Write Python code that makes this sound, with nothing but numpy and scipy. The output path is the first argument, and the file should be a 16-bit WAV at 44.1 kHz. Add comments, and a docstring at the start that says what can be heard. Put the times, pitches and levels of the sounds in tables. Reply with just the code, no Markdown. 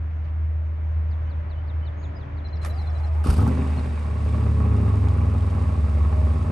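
"""An engine drones and small birds sing on a gravel lot; then, a few metres away, a V8 saloon starts cold.
Heard from behind its tailpipes, the starter clacks in and cranks, the first charges bark and pop,
and the revs flare and settle to a fast, ticking idle. Two uneven banks pulse into the pipes to make
the burble, with a puff of gas at each firing. The rows of parked cars scatter the sound."""
import sys
import numpy as np
from scipy import signal
from scipy.fft import rfft, irfft, next_fast_len
from scipy.io import wavfile
from scipy.ndimage import uniform_filter1d

SR = 44100
rng = np.random.default_rng(int(sys.argv[2]) if len(sys.argv) > 2 else 0)


def generate_wav(signal):
    """Clip the signal to [-1, 1] and save it as 16-bit WAV at the path in sys.argv[1]."""
    frames = np.transpose(np.atleast_2d(signal))
    scaled = np.clip(frames, -1, 1) * 32767
    pcm = np.round(scaled).astype(np.int16)
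    wavfile.write(sys.argv[1], SR, pcm)


N = 287091
T = np.arange(N) / SR
FIRES_S = 3.235  # the V8 catches

# tailpipe resonances: centre_hz, width_hz, lift_db
TAILPIPE = [(620, 27, 7.5), (1116, 53, 6.5), (2355, 50, 6), (3800, 80, 5), (4810, 110, 4)]
# bright colour of the hiss and the ticks: freq_hz, gain_db
HISS_EQ = [(1500, -7.5), (3000, 3.5), (3900, 1), (5000, -1), (6500, -5), (7500, -4), (9000, -1),
           (10200, -19), (11200, -6.5), (12500, -50)]


def engine(scatter_db=2):
    """Eight uneven cylinders fire in turn, driving the exhaust, the gas and the ringing metal."""
    # the revs flare, dip, recover and settle: time_s, firing_hz
    revs = [(3.24, 38.6), (3.5, 126.9), (3.72, 133.25), (4.1, 106.25), (4.48, 109.4), (5.05, 98.4),
            (5.9, 90.9), (6.5, 90.6)]
    # how hard the engine works, as the level of its burble: time_s, level_db
    effort = [(3.25, -28.5), (3.35, -28.5), (3.47, -26), (3.7, -34.5), (3.9, -36.5), (3.98, -43.5),
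              (4.2, -37.5), (4.42, -30.5), (4.97, -30), (5.55, -32.5), (5.95, -36), (6.5, -32.5)]
    # strength of each cylinder, in firing order: gain_db
    cylinder_db = [-2.5, 0.95, 0, 1.5, -0.5, -0.24, 0.052, -2.6]
    rate, effort_db = curve(revs), curve(effort)
    running = np.clip((T - FIRES_S) / .02, 0, 1)
    phase = np.cumsum(rate * (running > 0)) / SR  # counts firings
    firing = phase.astype(int)
    charge_luck, tick_luck = rng.standard_normal((N // 100, 2))[firing].T
    strength = unit(undb(np.array(cylinder_db)[firing % 8] + scatter_db * charge_luck))
    pulses = bank_pulses(firing, strength * np.sqrt(SR / rate))
    puffs = unit(strength * (1 + 2 * np.exp(-3 * (phase % 1))))
    # gas and metal grow with effort and flutter once per engine cycle
    rush = undb(-40.5 + .35 * (effort_db + 30) + 1.5 * np.cos(2 * np.pi * phase / 8))
    metal = ringing_metal(pulses, rate, rush)
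    exhaust = undb(effort_db) * (burble(pulses, puffs, rate) + silencer(phase, rate, strength))
    gas = rushing_gas(puffs, rate, rush)
    return running * (exhaust + metal + gas + ticking_hiss(phase, tick_luck))


def bank_pulses(firing, strength, lag_s=.00242):
    """One pressure pulse per firing; one bank has the longer pipe, so its pulses come late."""
    # the bank of each cylinder, in firing order: 0 short pipe, 1 long pipe
    bank = [0, 1, 1, 0, 1, 0, 0, 1]
    pulses = np.diff(firing, prepend=0) * strength
    late = pulses * np.array(bank)[firing % 8]
    return pulses - late + np.interp(T - lag_s, T, late)


def burble(pulses, puffs, rate, pulse_db=1, turbulence_db=-6.5):
    """Pulses and turbulence resonate in the pipe; uneven burning blurs the upper harmonics."""
    # cold charges burn less evenly as the revs sink: firing_hz, timing_spread_s
    burn_spread = [(95, .0005), (108, .00032)]
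    # deep colour of the exhaust pipe: freq_hz, gain_db
    pipe_eq = [(35, -27.5), (60, 4), (105, 6), (150, 2), (180, 0), (220, 5), (285, -2.5), (325, -11),
               (410, -9.5), (520, -17), (620, -31.5), (720, -28.5), (1100, -25.5), (1600, -57)]
    # its standing waves: centre_hz, width_hz, lift_db
    standing_waves = [(149, 10, 5), (418, 23, 7)]
    jitter_s = np.interp(rate, *np.transpose(burn_spread)) * walk(90)
    blurred = undb(pulse_db) * np.interp(T + jitter_s, T, pulses)
    return colour(blurred + undb(turbulence_db) * noise() * puffs, pipe_eq, standing_waves)


def silencer(phase, rate, strength, resonance_hz=96.1, width_hz=24):
    """The firing tone booms at the silencer's resonance; its octave rings only at high revs."""
    boom = undb(-9) + undb(12) / (1 + (2 * (rate - resonance_hz) / width_hz) ** 4)
    tone = boom * undb(.8 * walk(20)) * np.sin(2 * np.pi * phase)
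    octave = undb(-1 + 2 * walk(60)) * np.sin(4 * np.pi * phase + .36 * walk(70))
    high_revs = np.clip((rate - 98) / 7, 0, 1) * np.minimum(110 / rate, 1) ** 2
    return tone + strength * high_revs * octave


def rushing_gas(puffs, rate, rush, rasp_db=-48.5):
    """Gas puffs out of the tailpipes and rasps when it flows fast."""
    # hollow colour of the gas: freq_hz, gain_db
    gas_eq = [(90, -10.5), (230, -31.5), (340, 5.5), (580, 5.5), (700, -3.5), (815, 7), (950, -0.5),
              (1020, 4), (1270, -1), (1500, -9.5), (2000, -13), (2700, -14), (3200, -31), (5000, -50)]
    # colour of the rasp: freq_hz, gain_db
    rasp_eq = [(700, -7.5), (1400, 3.5), (2700, 3.5), (3300, -23), (6000, -42.5)]
    gas = colour(noise() * puffs, gas_eq, TAILPIPE) * undb(.5 + 1.4 * walk(13))
    rasp = colour(noise() * puffs, rasp_eq) * undb(rasp_db) * (rate / rate.max()) ** 3
    return rush * gas + rasp


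def ringing_metal(pulses, rate, rush, swell_s=6.2, swell_db=-43):
    """Thin metal sings in sympathy when a harmonic of the firings passes one of its resonances."""
    # the metal's resonant bands: centre_hz, half_width_hz, gain_db
    modes = [(621, 19, -23), (1106, 18, -14), (1236, 43, -17.5)]
    low_revs = np.clip((120 - rate) / 12, 0, 1)
    drive = rush * low_revs * undb(2.8 * walk(24))
    metal = sum(undb(db) * band(pulses, hz, 2 * half_width) for hz, half_width, db in modes)
    # late in the idle the lowest ring swells
    lowest = np.sqrt(2) * np.sin(angle(modes[0][0] * (1 + .006 * walk(50))))
    return drive * metal + undb(swell_db) * np.exp(-((T - swell_s) / .12) ** 2) * lowest


def ticking_hiss(phase, tick_luck, idle_db=-56.5, surge_db=-50, surge_decay_s=.2):
    """Hiss surges as the engine fires, then relaxes; the fuel pump ticks on every second firing."""
    stroke = phase / 2
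    cam_db = np.array([-4, -12.5, -3, -18])[stroke.astype(int) % 4] + 2 * tick_luck
    ticks = uniform_filter1d(2 * undb(cam_db) * np.exp(-(stroke % 1) / .38), SR // 250)
    hiss = colour(noise() * unit(np.hypot(1, ticks)), HISS_EQ, TAILPIPE)
    level = undb(idle_db) + undb(surge_db) * np.exp(-np.maximum(T - FIRES_S, 0) / surge_decay_s)
    return level * hiss * undb(.65 * walk(9.3))


def valve_ticks(decay_s=.0025):
    """A cold valve ticks out now and then."""
    # ticks: start_s, level_db
    ticks = [(4.766, -47), (4.955, -48), (5.085, -44), (5.407, -48), (5.5, -47), (5.622, -45)]
    return colour(noise() * bursts([(s, db, decay_s) for s, db in ticks], rise_s=.00025), HISS_EQ)


def barks(grit_db=3):
    """The first firings spit gritty noise through the cold pipes."""
    # spits: start_s, level_db, decay_s
    spits = [(3.237, -37, 0.017), (3.263, -40, 0.022), (3.283, -43, 0.007), (3.293, -32, 0.005),
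             (3.301, -26.5, 0.005), (3.322, -39, 0.014), (3.338, -28.5, 0.0029), (3.363, -30, 0.0035),
             (3.376, -29, 0.0043), (3.402, -30, 0.0033), (3.42, -39, 0.003), (3.475, -35.5, 0.0049)]
    # their harsh colour: freq_hz, gain_db
    bark_eq = [(150, -14), (400, 1), (750, 3.5), (1350, 19), (1900, 3.5), (2800, 11.5), (3400, -4.5),
               (4800, 9.5), (7000, -1.5), (9300, 9.5), (10300, -8), (11300, 8.5), (12700, -12)]
    return colour(noise() * bursts(spits, rise_s=.0069) * undb(grit_db * walk(600)), bark_eq)


def pipe_pops(slap_db=21, puff_db=-3, decay_s=.0074):
    """Single charges pop as the engine catches, each a pressure pulse and a puff."""
    # charges: start_s, level_db
    charges = [(3.247, -35.5), (3.262, -35), (3.272, -30.5), (3.289, -28.5), (3.297, -29), (3.332, -26),
               (3.366, -30), (3.386, -27.5), (3.414, -28), (3.428, -26), (3.445, -32), (3.468, -24.5),
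               (3.483, -27.5), (3.511, -36)]
    # boxy colour of a pop: freq_hz, gain_db
    pop_eq = [(150, 4), (250, 22), (350, 4), (480, 6), (650, 2.5), (850, 10.5), (1050, -4), (1400, -5.5),
              (1800, -13), (4000, -29.5)]
    pops = noise() * bursts([(s, db + puff_db, decay_s) for s, db in charges], rise_s=.0013)
    for s, db in charges:
        pops[int(s * SR)] += undb(db + slap_db)
    return colour(pops, pop_eq)


def exhaust_knocks(clank_decay_s=.0087, overtone_db=-8):
    """The fullest charges thump in the silencer and the hardest blows clank the exhaust."""
    # thumps: start_s, pitch_hz, level_db, decay_s
    thumps = [(3.288, 67.5, -3, 0.0078), (3.304, 54, -17, 0.053), (3.433, 95, -11, 0.0081)]
    # clanks: start_s, pitch_hz, level_db
    clanks = [(3.242, 1260, -31), (3.269, 1320, -39), (3.286, 1280, -35), (3.303, 1310, -31),
              (3.389, 1260, -28.5), (3.413, 1280, -30), (3.464, 1200, -32), (3.476, 1374, -30)]
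    out = sum(struck(*thump, rise_s=.0014) for thump in thumps)
    for s, hz, db in clanks:
        out += struck(s, hz, db, clank_decay_s, rise_s=.0012)
        out += struck(s, 1.13 * hz, db + overtone_db, clank_decay_s, rise_s=.00078)
    return out


def starter(whine_db=-49, grind_db=-50, whistle_db=-81):
    """The starter's gears grind and whine, slowing at each compression."""
    # it spins up, then labours: time_s, pitch_hz
    cranking = [(2.63, 480.6), (2.7, 621), (2.75, 744), (2.82, 860), (2.89, 750), (2.95, 609), (3.02, 910),
                (3.06, 779), (3.12, 631), (3.18, 916), (3.24, 788)]
    # colour of the grinding: freq_hz, gain_db
    grind_eq = [(150, -3.5), (400, 5), (650, -3), (1200, -1.5), (1700, -15), (2400, -10), (3300, -19),
                (6500, -25), (9000, -24.5), (12000, -60)]
    # resonances of the housing: centre_hz, width_hz, lift_db
    housing = [(626, 40, 9.5), (1226, 90, 6.5)]
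    hz = curve(cranking)
    turning = np.clip((T - 2.635) / .035, 0, 1) * np.clip((3.42 - T) / .22, 0, 1)
    phase = angle(hz * (1 + .045 * walk(300)))
    whine = unit(np.sin(phase) * undb(2.2 * walk(160)))
    grind = colour(noise() * undb(2.1 * walk(90)), grind_eq, housing)
    whistle = band(noise(), hz=11120, width_hz=300) * undb(2.5 * walk(14)) * (hz / 780) ** 3
    return turning * (undb(whine_db) * whine + undb(grind_db) * grind + undb(whistle_db) * whistle)


def pinion(ring_db=-48):
    """The starter's pinion clacks into mesh and leaves a thin, high ring."""
    # impacts: start_s, level_db, decay_s
    impacts = [(2.615, -50, .012), (2.625, -44, 0.025), (2.6465, -32, 0.0072), (2.657, -39, 0.015),
               (2.7, -49, 0.0072)]
    # their metallic colour: freq_hz, gain_db
    clack_eq = [(200, -4), (600, 5), (950, 3), (1220, 15.5), (1500, 2), (1900, 8.5), (2500, 0),
                (3500, -5.5), (6000, -8), (8000, -7.5), (10000, -13), (12500, -29)]
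    clack = colour(noise() * bursts(impacts, rise_s=.0023) * undb(2 * walk(570)), clack_eq)
    ring = band(noise(), hz=11280, width_hz=550) * bursts([(2.648, ring_db, .025)], rise_s=.008)
    return clack + ring


def birds(twitter_db=-88.5, echo_db=-13, echo_decay_s=.07):
    """Whistles, slurs, a trill and a blur of far twittering, with a faint echo from the trees."""
    # stray whistles: start_s, length_s, from_hz, to_hz, level_db
    whistles = [(1.251, 0.055, 2970, 3010, -66.5), (1.547, 0.065, 2950, 3030, -64),
                (1.813, 0.066, 3060, 3000, -60.5), (1.963, 0.13, 6470, 6600, -70),
                (1.972, 0.14, 7020, 6930, -77.5), (2.151, 0.038, 5050, 4960, -59),
                (2.744, 0.11, 5380, 3800, -59), (2.825, 0.1, 3740, 3450, -66),
                (3.771, 0.034, 4300, 4170, -57)]
    # one bird repeats a falling slur: start_s, length_s, from_hz, level_db
    slurs = [(1.105, .05, 5300, -68), (1.295, .06, 5050, -66), (1.495, .056, 4950, -63),
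             (1.671, .058, 5100, -62.5), (1.848, .056, 5000, -61), (2.016, .06, 5200, -62),
             (2.193, .052, 4900, -63), (2.364, .054, 5050, -64), (2.535, .05, 4850, -68)]
    song = sum(undb(db) * chirp(*note, bend=.81) for *note, db in whistles)
    song += sum(undb(db) * chirp(*note, to_hz=3060, bend=.58) for *note, db in slurs)
    song = (song + trill()) * undb(2.2 * walk(200))
    twitter = band(noise(), hz=6200, width_hz=1100) * undb(3 * walk(29))
    song += undb(twitter_db) * unit(twitter)
    trees = rng.standard_normal(SR // 2) * np.exp(-T[:SR // 2] / echo_decay_s)
    return song + undb(echo_db) * signal.fftconvolve(song, trees / np.linalg.norm(trees))[:N]


def trill(start_s=2.44, step_s=.0841, level_db=-54, fade_db_per_s=6, flick_db=-9):
    """A bird trills evenly and fades; each syllable is a held note and a falling flick."""
    out = np.zeros(N)
    for age in step_s * np.arange(8):
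        detune = 1 + .0075 * rng.standard_normal()
        held = chirp(start_s + age, .038, detune * 4150, detune * 4040, bend=.76)
        flick = chirp(start_s + age + .03, .033, detune * 5750, 3400, bend=-.9)
        out += undb(level_db - fade_db_per_s * age) * (held + undb(flick_db) * flick)
    return out


def chirp(start_s, length_s, from_hz, to_hz, bend):
    """One whistled glide; a positive bend moves early, a negative one late."""
    out = np.zeros(N)
    u = np.linspace(0, 1, int(length_s * SR))
    hz = from_hz + (to_hz - from_hz) * (u + bend * u * (1 - u))
    first = int(start_s * SR)
    out[first:first + len(u)] = np.sqrt(2) * np.sin(np.pi * u) * np.sin(angle(hz))
    return out


def other_engine(trim_db=.92):
    """A nearby engine gives a round drone at its firing rate."""
    # it slowly settles: time_s, firing_hz
    revs = [(0, 78.44), (1.5, 78.53), (3.2, 77.35), (4.5, 75.81), (6.5, 73.05)]
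    # the drone wavers: time_s, level_db
    levels = [(0.1, -27), (.9, -24.5), (1.85, -28), (2.2, -33.5), (2.7, -25.5), (3.2, -22.5), (4.3, -25),
              (4.65, -20.5), (5.3, -24), (6.25, -19), (6.5, -31.5)]
    level = undb(curve(levels) + trim_db + 1.4 * walk(21.95))
    return np.sqrt(2) * level * np.sin(angle(curve(revs)))


def hum(level_db=-49, swell_s=2.25):
    """A faint, wavering two-note hum swells just before the start."""
    swell = .35 + np.exp(-((T - swell_s) / .3) ** 2)
    waver = angle(1 + .0098 * walk(30))
    return undb(level_db) * swell * (np.sin(287 * waver) + .5 * np.sin(390 * waver))


def traffic():
    """Distant traffic blends into a low rumble."""
    # its dark colour: freq_hz, gain_db
    rumble_eq = [(25, -7.5), (45, 24), (70, 21), (105, 24), (160, 14), (190, 9.5), (330, 1.5), (600, -3),
                 (1000, -1.5), (1400, -5), (2100, -7), (3200, -20.5), (6500, -39.5), (9000, -51)]
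    # it swells a little: time_s, level_db
    levels = [(.8, -39), (2.3, -36)]
    return colour(noise(), rumble_eq, peaks=[(603, 150, 7.4)]) * undb(curve(levels) + .5 * walk(4.2))


def gravel():
    """Shoes shift on the gravel with a small crunch."""
    # scuffs: start_s, level_db, decay_s
    scuffs = [(.105, -58, 0.036), (.24, -50, 0.032), (.44, -59, 0.03)]
    grit = noise() * bursts(scuffs, rise_s=.015) * undb(4 * walk(400))
    return colour(grit, eq=[(700, -4), (2300, 12), (3500, -7.5), (5000, -9.5), (8000, -30.5)])


def scatter(x, decay_s, side_db):
    """Ground and parked cars send back a short spray of echoes that differs between left and right."""
    # stereo width, side against mid: freq_hz, gain_db
    width = [(60, -34.5), (110, -17), (200, -18.5), (350, -8), (630, -0.5), (1150, -2), (2100, -6.5),
             (3700, -3), (6700, -6), (11000, 5)]
    size = SR // 8
    spray = rfft(rng.standard_normal(size) * np.exp(-T[:size] / decay_s))
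    f = np.arange(len(spray)) * SR / size
    spray[f < 130] = 1j  # keeps the bass equally loud on both sides
    hz, db = np.transpose(width)
    gain = undb(side_db + np.interp(np.log(1 + f), np.log(hz), db))
    lead = size // 4
    response = np.roll(irfft(gain * spray / np.abs(spray)), lead)
    side = signal.fftconvolve(x, response)[lead:lead + N]
    return np.array([x + side, x - side])


def undb(db):
    """Decibels to gain."""
    return 10 ** (np.asarray(db) / 20)


def unit(x):
    """Scale to rms 1."""
    return x / np.sqrt(np.mean(x ** 2))


def noise():
    """White noise, rms 1."""
    return rng.standard_normal(N)


def curve(points):
    """Join (time_s, value) points with straight lines."""
    return np.interp(T, *np.transpose(points))


def angle(hz):
    """Running phase of a moving pitch, in radians."""
    return 2 * np.pi * np.cumsum(hz) / SR


def walk(rate_hz):
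    """A smooth random wobble, rms 1: held levels, slewed twice."""
    hold = int(SR / rate_hz)
    steps = np.repeat(rng.standard_normal(N // hold + 1), hold)
    return unit(uniform_filter1d(uniform_filter1d(steps, hold), hold)[:N])


def colour(x, eq, peaks=()):
    """Causal EQ of unit power gain: (freq_hz, gain_db) points, (centre_hz, width_hz, lift_db) peaks."""
    size = 2 * next_fast_len(N // 2 + SR // 4)
    f = np.arange(size // 2 + 1) * SR / size
    hz, db = np.transpose(eq)
    gain_db = np.interp(np.log(f + 1), np.log(hz), db)
    gain_db -= 12 * np.log2(np.maximum(hz[0] / (f + 1), 1))  # roll off below the first point
    for centre, width, lift in peaks:
        gain_db += lift / (1 + (2 * (f - centre) / width) ** 2)
    # minimum phase keeps the attacks sharp
    cepstrum = irfft(np.log(unit(undb(gain_db))))
    cepstrum[1:size // 2] *= 2
    cepstrum[size // 2 + 1:] = 0
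    return irfft(rfft(x, size) * np.exp(rfft(cepstrum)))[:N]


def band(x, hz, width_hz):
    """Two passes through one resonance, rms 1."""
    b, a = signal.iirpeak(hz, hz / width_hz, fs=SR)
    return unit(signal.lfilter(b, a, signal.lfilter(b, a, x)))


def bursts(blows, rise_s):
    """Envelope of blows (start_s, level_db, decay_s) that rise quickly and die away."""
    out = 0
    for s, db, decay_s in blows:
        age = np.maximum(T - s, 0)
        out = out + undb(db) * (1 - np.exp(-age / rise_s)) * np.exp(-age / decay_s)
    return out


def struck(start_s, hz, db, decay_s, rise_s):
    """One mode, set ringing by a blow."""
    return bursts([(start_s, db, decay_s)], rise_s) * np.sin(2 * np.pi * hz * (T - start_s))


def scene(bird_pan_db=5.5):
    """The car ahead, birds to the left, the lot all around."""
    car = engine() + valve_ticks() + barks() + pipe_pops() + exhaust_knocks() + starter() + pinion()
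    song = birds() * undb([[bird_pan_db], [-bird_pan_db]])
    ahead = scatter(car, decay_s=.0058, side_db=-2.5)
    lot = other_engine() + hum() + traffic() + gravel()
    return ahead + song + scatter(lot, decay_s=.023, side_db=3)


def record(dry, low_hz=28, top_hz=12700):
    """The deepest rumble and the highest treble are filtered away."""
    x = signal.sosfilt(signal.butter(2, low_hz, "high", fs=SR, output="sos"), dry)
    return signal.sosfilt(signal.ellip(8, .2, 70, top_hz, fs=SR, output="sos"), x)


dry = scene()
out = record(dry)
generate_wav(out)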